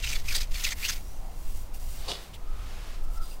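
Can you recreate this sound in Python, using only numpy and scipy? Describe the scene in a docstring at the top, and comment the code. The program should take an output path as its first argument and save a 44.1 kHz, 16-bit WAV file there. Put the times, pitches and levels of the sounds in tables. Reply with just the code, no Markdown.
"""Gritty crunching comes first: a stone-tipped wooden drill is twisted four times in a small soft stone.
Its tip crushes grains, catches and chatters. Then fingers slide on the shaft with a faint squeak,
the tip scrapes and snaps loose from the hole, and a hand reaches in.
Behind it all, light air rumbles on the microphone over a quiet hiss, and a thin whistle comes and goes."""
import sys
import numpy as np
from scipy import signal
from scipy.fft import rfft, irfft
from scipy.io import wavfile
from scipy.ndimage import uniform_filter1d

SR = 44100
rng = np.random.default_rng(int(sys.argv[2]) if len(sys.argv) > 2 else 0)


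def put_to_file(sound):
    """Save the sound as 16-bit audio at rate SR, in the file named by the first command-line argument."""
    columns = np.atleast_2d(sound).T  # one column per channel
    safe = np.clip(columns, -1, 1)
    whole_steps = np.round(safe * 32767)
    wavfile.write(sys.argv[1], SR, whole_steps.astype(np.int16))


N = 149940
T = np.arange(N) / SR  # time of each sample [s]
HZ = np.maximum(np.arange(N // 2 + 1) * SR / N, 1)  # frequency of each point in a spectrum [Hz]

# Movements, each fading in and out: (start [s], rise [s], hold [s], fall [s], level [dB])
TWISTS = [(-.03, 0.064, 0.11, 0.1, -39.5), (.235, 0.049, 0.14, 0.041, -40), (.49, 0.11, 0.11, 0.038, -38),
          (.745, 0.084, 0.088, 0.11, -40.5)]  # the drill turns in the hole
TIP_DRAG = (.25, .22, .45, .1, -59)  # the tip keeps dragging lightly between twists
STONE_KNOCK = (.352, .006, .01, .018, -45)  # the hardest push knocks the stone on its slab
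SCRAPES = [(2.0805, 0.0019, 0.035, 0.019, -33.5), (2.06, 0.039, 0.05, 0.047, -41),
           (1.927, 0.16, 0.04, 0.18, -46.5)]  # the tip scrapes loose
PALM_ROLLS = [(-.06, 0.2, 0.039, 0.058, -48.5), (.215, 0.087, 0.066, 0.11, -43),
              (.48, 0.15, 0.053, 0.046, -41), (.73, 0.11, 0.033, 0.15, -40)]  # palms roll the shaft with each twist
FINGER_SLIDES = [(.93, .073, .1, .3, -55), (1.2, 0.37, .02, .11, -49), (1.732, .012, .003, 0.058, -46.5),
                 (1.785, 0.022, .012, 0.055, -48), (1.77, 0.14, .04, .19, -46.5), (2.0, .07, .18, .08, -55),
                 (2.33, .011, .014, .012, -53), (3.02, .025, .003, .015, -53.5),
                 (3.08, 0.077, .018, .022, -51.5), (3.19, 0.042, .11, 0.06, -51.5)]  # fingers slide on the wood
ARM_SWEEPS = [(1.85, .22, 0.12, 0.19, -50), (2.42, 0.29, 0.22, 0.11, -50)]  # the arm sweeps in

# The tip catches: (time [s], length [s], crunch level [dB], crunch pitch [Hz],
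# chatter pitch [Hz], chatter level [dB], chatter bend to either side [Hz])
CATCHES = [(.044, 0.017, -35, 3550, 2700, -34, -200), (.073, 0.02, -39, 5500, 2580, -39.5, 200),
           (0.098, 0.019, -34.5, 5600, 2470, -41.5, -1), (0.132, .015, -36.5, 8050, 2470, -35, -350),
           (0.161, .014, -37.5, 4180, 2236, -35, -350), (0.289, .010, -37, 5250, 2390, -31.5, -150),
           (0.311, .011, -37.5, 5000, 2460, -33, -350), (0.327, 0.012, -34.5, 5000, 1720, -42, -300),
           (.354, 0.013, -28, 4270, 4170, -35, 499.5), (.365, 0.011, -29.5, 8700, 4663, -28.5, 400),
           (.383, 0.01, -33.5, 4200, 2900, -50, 0.5), (0.416, 0.016, -34.5, 4890, 2570, -44, 1),
           (.545, 0.0041, -45, 3400, 3300, -40, -200), (0.558, .013, -39, 3160, 2350, -34.5, -200),
           (.644, 0.012, -30.5, 6400, 3200, -33, -600), (.651, 0.0092, -28, 4260, 2625, -27, -150),
           (0.671, 0.017, -35.5, 3880, 2265, -33, -300), (0.712, .011, -39, 6800, 2150, -47.5, 0),
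           (.727, 0.012, -33, 6200, 2030, -34.5, -150), (0.832, 0.011, -43, 4400, 2364, -34.5, 250),
           (0.855, 0.025, -32.5, 4660, 2727, -32, 300.5), (0.894, 0.018, -29, 5830, 1723, -37.5, -200),
           (0.925, 0.019, -39.5, 4500, 5120, -40, 599)]
# Sudden sounds: (time [s], level [dB])
BITES = [(.2865, -42), (.353, -31), (0.407, -32.5), (.543, -38), (.638, -28.5)]  # the tip bites into fresh grit
SNAPS = [(2.1175, -18), (2.1345, -29), (2.1555, -29)]  # the tip comes free; each tone of SNAP_TONES adds its own level
# The tones in a snap: (pitch [Hz], relative level [dB], time to fade by 60 dB [s])
SNAP_TONES = [(2940, -11.5, 0.025), (3460, -6.5, 0.02), (3860, -14, .012), (4530, -12, .005),
              (5150, -21, .008)]
# The turning shaft squeaks: (middle [s], half length [s], pitch [Hz], bend to either side [Hz], level [dB])
SHAFT_SQUEAK = (1.11, .11, 5850, 450, -61)
# Noises with a pitch: (start [s], rise [s], hold [s], fall [s], level [dB], pitch [Hz], width [Hz])
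SHAFT_RUBS = [(1.735, .012, .004, .02, -58, 2800, 400), (1.735, .01, .004, .02, -56, 12150, 350),
              (2.328, .014, .006, .012, -48, 3100, 1200), (2.356, .004, .002, .009, -52, 2800, 2200),
              (3.17, .009, .002, .01, -54, 5100, 500), (3.21, .025, .012, .04, -54, 4850, 140),
              (3.28, .03, .025, .03, -58, 4850, 130), (3.305, .015, .01, .022, -55.5, 2720, 200),
              (3.2, .035, .09, .05, -62, 8700, 250), (3.19, .045, .07, .07, -59, 3800, 1200)]
WHISTLES = [(1.135, 0.11, 0.036, 0.13, -54.5, 760, 130), (2.35, 0.16, 0.116, .09, -57, 1263, 120),
            (2.955, 0.1, 0.23, .07, -60, 1310, 69.6), (3.148, 0.04, 0.045, .025, -49, 1338, 54.5)]

# Pitches at which things ring; narrow ones ring longer: (pitch [Hz], width [Hz], relative level [dB])
DRILL_RINGS = [(1420, 90, -1), (2214, 45, -1), (2394, 70, -2), (2688, 40, 2), (2778, 30, 1), (3080, 35, -2),
               (3465, 40, 2), (3800, 50, -2), (3912, 35, -1), (4350, 60, 0), (4590, 55, 0), (4835, 40, -3),
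               (4935, 45, -5), (5160, 45, 1), (5640, 50, -3), (6200, 50, -3), (6325, 40, 0),
               (8250, 250, -7)]  # drill and stone together
KNOCK_RINGS = [(371, 40, 8), (608, 50, 3), (888, 40, 3)]
SCRAPE_RINGS = [(750, 110, 2), (2950, 90, 2), (3460, 60, 0), (3740, 70, 0), (4540, 90, 1)]
SHAFT_RINGS = [(2110, 100, 4), (2760, 140, 5), (4780, 150, 0), (5800, 170, -2), (6800, 110, -2),
               (7200, 110, -2), (8180, 230, 2), (9450, 220, -1), (10800, 240, 1), (12200, 260, 3),
               (13580, 180, 1)]

# The colour of each noise, or how strong it is from low to high: (frequency [Hz], relative level [dB])
GRIND_COLOUR = [(150, -30), (400, -15), (1100, -13), (1400, -8), (1580, -13), (1850, 0), (2700, -3),
                (3150, -1.5), (4500, -2), (5500, -2.5), (6400, -2.5), (8500, -7.5), (9600, -12.5),
                (13000, -13), (16000, -19.5)]
CRUNCH_COLOUR = [(150, -21), (400, -14), (1100, -13), (1450, -4), (2000, 1), (2700, 0), (3200, 1.5),
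                 (4400, 1.5), (5500, -2), (6400, 1), (8300, -3), (10000, -7.5), (16000, -7)]
KNOCK_COLOUR = [(100, -14), (230, -3), (700, -6), (3000, -32)]
SCRAPE_COLOUR = [(100, 0), (280, 0.5), (520, 6), (760, -1), (1100, 1), (1350, -7), (2650, -7), (2900, -2),
                 (3800, 2.5), (5200, -1), (5700, -5.5), (8000, -10), (11000, -15.5), (16000, -33)]
ROLL_COLOUR = [(500, -16), (1500, 2), (2200, -0.5), (5000, -4.5), (8300, -5), (10000, -2.5), (12200, -0.5),
               (16000, 0)]
SLIDE_COLOUR = [(500, -20), (2000, -8.5), (3500, -3.5), (6000, -1), (8300, -1.5), (10000, -3.5),
                (12300, -2), (14000, -6), (16000, 2)]
SWEEP_COLOUR = [(200, -2), (800, 4.5), (1600, 3.5), (2500, 3.5), (4000, 0.5), (7000, -5), (16000, -15.5)]
SWAY_COLOUR = [(5, -7), (13, 2), (22, 1.5), (32, -10), (50, -25.5), (100, -40), (300, -89.5)]
RUMBLE_COLOUR = [(15, -16), (35, -0.5), (50, 0.5), (80, -9), (125, -18.5), (250, -33.5), (600, -53.5)]
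HISS_COLOUR = [(60, 8.5), (150, 5), (300, 0.5), (500, -1), (750, -0.5), (1100, -4), (1600, -11),
               (3000, -14), (6000, -16.5), (10000, -20), (16000, -21)]

# How the air's deep sway and the rumble above it rise and fall: (time [s], relative level [dB])
SWAY_LEVELS = [(0.0, -32.5), (0.42, -26.5), (0.74, -36.5), (1.44, -33.5), (1.46, -19.5), (1.61, -35),
               (2.06, -33), (2.25, -48.5), (2.5, -30), (2.67, -38.5), (3.12, -31), (3.4, -37.5)]
RUMBLE_LEVELS = [(0.0, -41), (0.25, -36.5), (0.26, -39), (0.51, -43), (1.02, -45.5), (1.52, -45),
                 (1.57, -41), (1.65, -48.5), (1.9, -43.5), (2.31, -49.5), (2.35, -41.5), (2.48, -58),
                 (2.57, -40), (3.04, -48), (3.1, -41.5), (3.4, -61)]

CHATTER_WIDTH_HZ = 210  # wider makes the chatter's pitch rougher


def grinding():
    """The turning tip crushes thousands of tiny grains, which make the drill and the stone ring."""
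    powder = coloured(grit(per_s=7500, spread_db=3), GRIND_COLOUR, DRILL_RINGS)
    powder *= flutter(rate_hz=69, depth_db=3.5)
    return (powder + from_db(-9) * cracking_grains()) * swells(TWISTS + [TIP_DRAG])


def cracking_grains():
    """Larger grains burst, each ringing briefly at one of 16 pitches."""
    pitches_hz = np.geomspace(1900, 8600, 16)
    bursts = sum(rfft(grit(per_s=30, spread_db=-0.5)) * resonance(hz, width_hz=200) for hz in pitches_hz)
    return unit_level(irfft(bursts, N))


def catching():
    """Each time the tip catches, grit crunches and the tip chatters by sticking and slipping."""
    crunch_spectrum = rfft(coloured(grit(per_s=12000, spread_db=2), CRUNCH_COLOUR))
    rings = np.array([from_db(db) * resonance(hz, width) for hz, width, db in DRILL_RINGS])
    strikes = 1 + 1.4 * rng.uniform(-1.25, 1, (len(CATCHES), len(rings)))  # a new mix of rings per catch
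    wobble = uniform_filter1d(phase_wobble(CHATTER_WIDTH_HZ), size=24)
    stick_slip = flutter(rate_hz=220, depth_db=3.5)
    out = np.zeros(N)
    for (time, length, crunch_db, crunch_hz, hz, chatter_db, bend_hz), strike in zip(CATCHES, strikes):
        grip = 1 / (1 + (1.86 * np.abs(T - time) / length) ** 3.3)  # a short bump with steep sides
        focus = 1 + 1.8 * resonance(crunch_hz, width_hz=1400)
        crunch = unit_level(irfft(crunch_spectrum * (1 + strike @ rings) * focus, N))
        chatter = rough_tone(wobble, time, length, hz, bend_hz) * stick_slip
        out += grip * (from_db(crunch_db) * crunch + from_db(chatter_db) * chatter)
    return out


def pressing():
    """The tip bites suddenly into fresh grit, and the hardest push knocks the stone on its slab."""
    fade_s = 0.0047
    bite_level = sum(from_db(db) * (T >= time) * np.exp(-np.abs(T - time) / fade_s) for time, db in BITES)
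    knock = coloured(grit(per_s=3000, spread_db=1.5), KNOCK_COLOUR, KNOCK_RINGS)
    fresh_grit = coloured(grit(per_s=11000, spread_db=0), GRIND_COLOUR, DRILL_RINGS)
    return fresh_grit * bite_level + knock * swell(*STONE_KNOCK)


def pulling_out():
    """The tip drags up the wall of the hole and snaps free with three ringing clicks."""
    out = coloured(grit(per_s=8000, spread_db=2), SCRAPE_COLOUR, SCRAPE_RINGS) * swells(SCRAPES)
    age = T[:SR // 10]
    snap = sum(from_db(db - 60 * age / fade) * np.sin(2 * np.pi * hz * age) for hz, db, fade in SNAP_TONES)
    for time, db in SNAPS:
        start = int(time * SR)
        out[start:start + len(snap)] += from_db(db) * snap
    return out


def handling():
    """Skin rolls, slides and rubs on the wooden shaft, and the arm sweeps in."""
    rolls = coloured(white_noise(), ROLL_COLOUR, SHAFT_RINGS) * swells(PALM_ROLLS)
    slides = coloured(grit(per_s=7000, spread_db=2), SLIDE_COLOUR, SHAFT_RINGS) * swells(FINGER_SLIDES)
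    slides *= flutter(rate_hz=170, depth_db=1)
    rubs = sum(pitched_noise(hz, width) * swell(*shape) for *shape, hz, width in SHAFT_RUBS)
    sweeps = coloured(grit(per_s=12000, spread_db=-0.5), SWEEP_COLOUR) * swells(ARM_SWEEPS)
    return rolls + slides + rubs + sweeps


def shaft_squeak():
    """A thin, rough squeak rises as the shaft turns between the fingers."""
    middle, half_length, hz, bend_hz, db = SHAFT_SQUEAK
    wobble = phase_wobble(2 * CHATTER_WIDTH_HZ)
    arch = np.clip(1 - ((T - middle) / half_length) ** 2, 0, 1)
    return from_db(db) * arch * rough_tone(wobble, middle, half_length, hz, bend_hz)


def moving_air():
    """Light air pushes on the microphone, making a very deep sway and a low rumble."""
    sway_db = 3 + np.interp(T, *np.transpose(SWAY_LEVELS))
    rumble_db = 2 + np.interp(T, *np.transpose(RUMBLE_LEVELS))
    sway = coloured(white_noise(), SWAY_COLOUR) * from_db(sway_db)
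    rumble = coloured(white_noise(), RUMBLE_COLOUR) * from_db(rumble_db)
    return sway + rumble


def faint_whistle():
    """A thin, breathy whistle comes and goes."""
    return sum(pitched_noise(hz, width) * swell(*shape) for *shape, hz, width in WHISTLES)


def quiet_hiss():
    """A soft, steady hiss lies under everything."""
    return from_db(-50.5) * coloured(white_noise(), HISS_COLOUR)


def from_db(db):
    """Turn decibels into a number to multiply a sound by."""
    return 10 ** (np.asarray(db) / 20)


def unit_level(x):
    """Scale a sound so that its average (RMS) level is 1."""
    return x / np.sqrt(np.mean(x ** 2) + 1e-20)


def white_noise():
    """Noise that is equally strong at all frequencies."""
    return rng.standard_normal(N)


def grit(per_s, spread_db):
    """Tiny clicks at random moments; the further spread_db is from 0, the more their sizes differ."""
    sizes = from_db(spread_db * np.minimum(rng.exponential(1, N), 4))
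    return (rng.random(N) < per_s / SR) * sizes * rng.choice([-1, 1], N)


def resonance(hz, width_hz):
    """How a ringing object answers each frequency: 1 at its own pitch, less further away."""
    return 1 / (1 + 1j * (HZ ** 2 - hz ** 2) / (HZ * width_hz))


def coloured(x, colour, rings=()):
    """Give a sound a broad colour and, if listed, ringing pitches; the result has level 1."""
    hz, db = np.transpose(colour)
    broad = from_db(np.interp(np.log(HZ), np.log(hz), db))
    ringing = 1 + sum(from_db(level) * resonance(pitch, width) for pitch, width, level in rings)
    return unit_level(irfft(rfft(x) * ringing * broad, N))


def pitched_noise(hz, width_hz):
    """Noise narrowed around one pitch, with its slow swings in level evened out."""
    band = irfft(rfft(white_noise()) * resonance(hz, width_hz * np.sqrt(2)) ** 2, N)
    power = np.abs(uniform_filter1d(band * band, int(4 * SR / width_hz) + 1))
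    return band / np.sqrt(power + 1e-20)


def phase_wobble(width_hz):
    """A random drift that pushes a wave ahead or behind, smearing its pitch over width_hz."""
    return np.cumsum(white_noise()) * np.sqrt(2 * np.pi * width_hz / SR)


def rough_tone(wobble, middle, half_length, hz, bend_hz):
    """The tone of sticking and slipping: its rough pitch bends as the pressure changes."""
    pitch = hz + bend_hz * np.clip((T - middle) / half_length, -1, 1)
    return np.sqrt(2) * np.cos(2 * np.pi * np.cumsum(pitch) / SR + wobble)


def flutter(rate_hz, depth_db):
    """A level that wavers at random, mostly slower than rate_hz."""
    waver = unit_level(irfft(rfft(white_noise()) / (1 + (HZ / rate_hz) ** 2), N))
    return unit_level(from_db(depth_db * waver))


def swell(start, rise, hold, fall, db):
    """A level that rises, holds and falls in straight lines."""
    end = start + rise + hold + fall
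    return from_db(db) * np.clip(np.minimum((T - start) / rise, (end - T) / fall), 0, 1)


def swells(rows):
    """The joint level of several movements."""
    return np.sqrt(sum(swell(*row) ** 2 for row in rows))


def scene():
    """Add all the sounds in one channel, close by and with no echo."""
    drill = grinding() + catching() + pressing() + pulling_out()
    hands = handling() + shaft_squeak()
    background = moving_air() + faint_whistle() + quiet_hiss()
    return (drill + hands + background)[None]


def record(dry):
    """Cut away the very highest treble steeply."""
    cutoff_hz = 15750
    return signal.sosfilt(signal.ellip(12, .1, 80, cutoff_hz, fs=SR, output="sos"), dry)


dry = scene()
out = record(dry)
put_to_file(out)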